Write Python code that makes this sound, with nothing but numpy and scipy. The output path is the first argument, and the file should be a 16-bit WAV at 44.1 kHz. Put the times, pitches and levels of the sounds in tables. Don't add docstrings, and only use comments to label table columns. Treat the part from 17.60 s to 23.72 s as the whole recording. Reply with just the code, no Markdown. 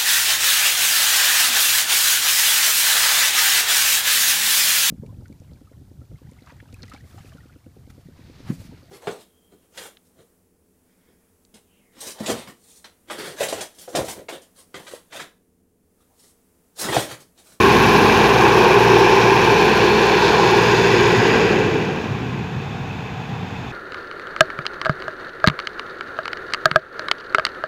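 import sys
import numpy as np
from scipy import signal
from scipy.fft import rfft, irfft
from scipy.io import wavfile
from scipy.ndimage import uniform_filter1d

SR = 44100
rng = np.random.default_rng(int(sys.argv[2]) if len(sys.argv) > 2 else 0)


def to_wav(s):
    ch = np.atleast_2d(s).T
    pcm = np.round(np.clip(ch, -1, 1) * 32767)
    wavfile.write(sys.argv[1], SR, pcm.astype(np.int16))


N = 269892
TIME = np.arange(N) / SR
HZ = np.fft.rfftfreq(N, 1 / SR)

# time in seconds, cycles per second (each cylinder fires once a cycle).
ENGINE_SPEED = [(0, 19.73), (2, 19.71), (3.76, 19.69), (3.9, 18.2), (4.1, 15.6), (4.35, 12.8), (4.7, 10.2),
                (5.1, 9.1), (6.12, 8.3)]
# frequency in Hz, relative level in dB.
FIZZ_SPECTRUM = [(6000, -35), (8000, -7), (9500, -1), (11000, 1.5), (12500, -1.5), (14500, -3.5),
                 (15700, -8)]


def crank(wander=0.00098):
    speed, = curves(ENGINE_SPEED)
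    return np.cumsum(speed * (1 + wander * drift(1.66))) / SR


def engine_hum(cycles, waver_db=2.0, smear=0.32):
    # multiple of the cycle rate, side-on level in dB, end-on level
    # in dB, how steeply it fades as the engine slows, depth of the slow swell in dB.
    main_tones = [(3, -33, -40, 3.2, -0.8), (6, -30.5, -30, 3, 3.5), (9, -32, -33.5, 4.5, 2),
                  (11, -28.5, -33, 1.56, -2.5), (20, -23.5, -28.5, 5.1, 1)]
    # multiple, relative level in dB.
    weak_tones = [(8, -38.5), (15, -38), (17, -32), (18, -28), (21, -30), (23, -32.5), (26, -34.5),
                  (32, -38), (36, -37), (43, -37), (45, -49), (47, -37.5), (52, -31.5)]
    load = passing_gain(side_db=1.0, end_db=-2.5, power=3.74)
    gains = [(multiple, passing_gain(side_db, end_db, power) * amp(swell_db * swell()))
             for multiple, side_db, end_db, power, swell_db in main_tones]
    gains += [(multiple, amp(db) * load) for multiple, db in weak_tones]
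    tones = np.zeros(N)
    for multiple, gain in gains:
        unrest = min(multiple / 10, 1)
        phase = 2 * np.pi * (multiple * cycles + rng.random()) + unrest * smear * drift(12.3)
        tones += np.sqrt(2) * gain * amp(unrest * waver_db * drift(3.4)) * np.sin(phase)
    return tones


def exhaust(cycles, lump_db=-1.3, throb_db=0.73, blip_s=0.014):
    # frequency in Hz, relative level in dB.
    boom_spectrum = [(25, -42), (45, -28), (70, -23), (95, -5.5), (130, -2), (175, -2), (225, -3.5),
                     (280, -6), (380, -20.5), (600, -58)]
    roar_spectrum = [(180, -47), (280, -23), (320, -7), (350, -2.5), (395, -1.5), (440, 0), (500, -5),
                     (570, -15.5), (700, -28), (1100, -60)]
    # time in seconds, relative level in dB.
    boom_levels = [(0, -17), (.25, -15.5), (.75, -19.5), (1.5, -22.5), (2.1, -19), (2.5, -25.5), (3.4, -20),
                   (4, -19), (4.35, -22.5), (4.75, -22), (5.15, -27.5), (5.8, -26), (6.12, -31)]
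    roar_levels = [(0, -20.5), (.55, -19.5), (1.3, -13.5), (2.05, -18), (3.15, -16), (3.6, -17),
                   (4.02, -18), (4.5, -33), (5.1, -39), (6.12, -41.5)]
    # time in seconds, change of the boom in dB, change of the roar in dB.
    level_blips = [(.27, 6, -6), (.53, 0, 3), (.98, 5, 4), (1.42, -11, 2), (2.235, 7, 4), (3.592, 8, -10)]
    boom_db, = curves(boom_levels)
    roar_db, = curves(roar_levels)
    idling = (1 - revs()) / (1 - revs().min())
    boom_change = sum(db * bump(s, blip_s) for s, db, _ in level_blips)
    roar_change = sum(db * bump(s, blip_s) for s, _, db in level_blips)
    boom_gain = amp(boom_db - 5 + boom_change + lump_db * idling * drift(18))
    roar_gain = amp(roar_db + roar_change + throb_db * drift(9))
    boom = colour(puffs(cycles, depth=1.0, uneven_db=0.1, decay=0.33), boom_spectrum)
    idle_puffs = colour(puffs(cycles, depth=4.5, uneven_db=5.5, decay=0.13), boom_spectrum)
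    pipe = amp(1) * idling ** 2 * ring(idle_puffs, hz=132, width=95)
    roar = colour(puffs(cycles, depth=0.81, uneven_db=-0.5, decay=0.75), roar_spectrum)
    drone_gain = passing_gain(side_db=0.5, end_db=-3.0, power=1.7) * amp(5.5 * swell())
    drone = drone_gain * ring(puffs(cycles, depth=1.0, uneven_db=1.5, decay=0.13), hz=395, width=36)
    return boom_gain * steadied(boom + pipe) + roar_gain * steadied(roar + drone)


def cooling_fan(cycles):
    # frequency in Hz, relative level in dB.
    spectrum = [(400, -59), (600, -13.5), (700, -5.5), (790, 0), (860, 0.5), (960, -2), (1060, 0.5),
                (1150, -5.5), (1280, -15), (1600, -14.5), (2400, -54)]
    # time in seconds, relative level in dB.
    levels = [(0, -17), (.8, -14), (1.45, -16.5), (2.35, -19), (2.85, -16.5), (3.25, -20.5), (3.75, -22)]
    level_db, = curves(levels)
    rush = colour(puffs(cycles, depth=0.11, uneven_db=1.3, decay=0.81), spectrum)
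    return amp(level_db - 2) * revs() ** 2.77 * rush


def fuel_pump(cycles):
    # frequency in Hz, relative level in dB.
    spectrum = [(800, -35), (1270, -9), (1450, 0), (1620, 4.5), (1800, -1), (1950, -2), (2130, -8),
                (2330, 2.5), (2600, 1.5), (2820, -4), (3150, -7), (3500, -9), (3900, -12.5), (5200, -78)]
    clatter = colour(puffs(cycles, depth=0.86, uneven_db=0.58, decay=0.15), spectrum)
    return passing_gain(side_db=-19, end_db=-22, power=3.02) * clatter


def metalwork(cycles, beam_deg=8.5):
    # pitch in Hz, width in Hz, level in dB.
    block_rings = [(775, 116, -43), (2540, 92, -50), (3540, 220, -52), (6630, 370, -62.5), (7400, 210, -68)]
    # pitch in Hz, width in Hz,
    # level at full speed in dB, direction in degrees from side-on towards the tail.
    cover_rings = [(227, 29, -27, 59.6), (300, 74, -24.5, 7.2), (495, 60, -26, 19), (763, 120, -29.5, 59),
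                   (882, 85, -20, 27.6), (940, 81, -26, 45), (1072, 46, -19, 0.91), (1540, 280, -30, 52),
                   (1946, 98, -30.5, 52.5), (2460, 180, -29.5, 32), (2577, 100, -28.5, 60.6),
                   (3520, 68, -35, 44), (4350, 280, -34, 40), (4830, 540, -34.5, 47.5),
                   (5420, 480, -36.5, 28), (6670, 410, -41.5, 48.6)]
    knocks = puffs(cycles, depth=0.48, uneven_db=0.3, decay=0.1)
    angle = np.degrees(bearing())
    block = sum(amp(db) * ring(knocks, hz, width) for hz, width, db in block_rings)
    covers = np.zeros(N)
    for hz, width, db, direction in cover_rings:
        facing = np.exp(-((angle - direction) / beam_deg) ** 2)
        covers += amp(db) * facing * ring(knocks, hz, width)
    return block + revs() ** 3.9 * covers


def intake(cycles, flutter_db=1.2):
    # frequency in Hz, relative level in dB.
    hiss_spectrum = [(2800, -8), (3800, 1), (4200, 1.5), (4700, -1), (5400, -2), (6100, -4.5), (6600, -6),
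                     (7000, -12), (7350, -10.5), (7900, -21.5), (9500, -23)]
    hiss_air = puffs(cycles, depth=0.3, uneven_db=-0.1, decay=0.29) * amp(flutter_db * drift(60))
    fizz_air = puffs(cycles, depth=0.2, uneven_db=-0.7, decay=0.2) * amp(flutter_db * drift(45))
    hiss = passing_gain(side_db=-28, end_db=-32, power=2.8) * colour(hiss_air, hiss_spectrum)
    fizz = colour(fizz_air, FIZZ_SPECTRUM) + ticks()
    return bushes() * (hiss + passing_gain(side_db=-40, end_db=-53, power=3.1) * fizz)


def frame_thuds(pitch_hz=125, length_s=0.038):
    # start in seconds, relative level in dB.
    jolts = [(4.506, -10), (4.527, -18), (4.663, -11), (4.96, -10.5), (5.201, -11), (5.722, -11)]
    thuds = np.zeros(N)
    for start, db in jolts:
        age = np.clip(TIME - start, 0, length_s)
        envelope = np.sin(np.pi * (age / length_s) ** 0.54) ** 2
        thuds += amp(db - 8) * envelope * np.sin(2 * np.pi * pitch_hz * age)
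    return thuds


def wheels():
    # middle in seconds, spread in seconds, pitch in Hz, width in Hz, level in dB.
    scrapes = [(2.67, 0.054, 3900, 1300, -27), (5.3, 0.036, 2605, 100, -41)]
    rub = rng.standard_normal(N)
    return sum(amp(db) * bump(s, spread) * ring(rub, hz, width) for s, spread, hz, width, db in scrapes)


def ticks(per_s=22, fade_s=0.0044):
    strikes = (rng.random(N) < per_s / SR) * rng.uniform(.3, 1, N)
    envelope = signal.lfilter([1], [1, -np.exp(-1 / (fade_s * SR))], strikes)
    return amp(-12) * colour(envelope * rng.standard_normal(N), FIZZ_SPECTRUM)


def traffic(level_db=-33.5):
    # frequency in Hz, relative level in dB.
    spectrum = [(20, -27), (40, -22), (70, 0), (136, 4.5), (290, -12.5), (420, -28.5), (580, -15.5),
                (850, -8.5), (1300, -12.5), (2100, -17), (3200, -22), (5000, -31), (6500, -38), (8200, -49),
                (15500, -48)]
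    return amp(level_db) * colour(rng.standard_normal(N), spectrum)


def puffs(cycles, depth, uneven_db, decay, cylinders=6):
    since_firing = (cycles * cylinders) % 1
    blow = 1 + depth * np.exp(-since_firing / decay)
    return unit(rng.standard_normal(N) * blow * amp(uneven_db * np.cos(2 * np.pi * cycles)))


def revs():
    speed, = curves(ENGINE_SPEED)
    return speed / speed.max()


def swell(crest_s=1.4, period_s=1.76):
    return np.cos(2 * np.pi * (TIME - crest_s) / period_s)


def bearing(roll_m_per_s=2.94, distance_m=8.9, side_on_s=-0.1):
    return np.arctan(roll_m_per_s * (TIME - side_on_s) / distance_m)


def passing_gain(side_db, end_db, power):
    return amp(side_db + (end_db - side_db) * np.sin(bearing())) * revs() ** power


def bushes(loss_db=-3.5, at_s=3.58, spread_s=0.2):
    return amp(loss_db * (1 + np.tanh((TIME - at_s) / spread_s)) / 2)


def amp(db):
    return 10 ** (np.asarray(db) / 20)


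def unit(x):
    return x / np.sqrt(np.mean(x ** 2) + 1e-20)


def curves(rows):
    times, *columns = np.transpose(rows)
    return [np.interp(TIME, times, column) for column in columns]


def colour(x, spectrum):
    hz, db = np.transpose(spectrum)
    gain = amp(np.interp(np.log(HZ + 1), np.log(hz), db, right=-90))
    return unit(irfft(rfft(x) * gain, N))


def ring(x, hz, width):
    return unit(irfft(rfft(x) / (1 + 1.3j * (HZ - hz) / width) ** 2, N))


def drift(rate_hz):
    return unit(irfft(rfft(rng.standard_normal(N)) / (1 + (HZ / rate_hz) ** 4), N))


def bump(middle_s, spread_s):
    return np.exp(-((TIME - middle_s) / spread_s) ** 2)


def steadied(x, span_s=0.067):
    size = int(span_s * SR)
    power = uniform_filter1d(uniform_filter1d(x ** 2, size), size)
    return x / np.sqrt(np.abs(power) + 1e-12)


def scene():
    cycles = crank()
    engine = engine_hum(cycles) + exhaust(cycles) + cooling_fan(cycles) + fuel_pump(cycles)
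    engine += metalwork(cycles) + intake(cycles)
    return (engine + traffic() + wheels() + frame_thuds())[None]


def record(dry, low_hz=30, top_hz=15720):
    thinned = signal.sosfilt(signal.butter(2, low_hz, "highpass", fs=SR, output="sos"), dry)
    rounded = thinned / (1 + thinned ** 8) ** (1 / 8)
    faded = rounded * signal.windows.tukey(N, .001)
    treble_cut = signal.firwin(1023, top_hz, window=("kaiser", 9), fs=SR)
    return signal.oaconvolve(faded, treble_cut[None], "same")


dry = scene()
out = record(dry)
to_wav(out)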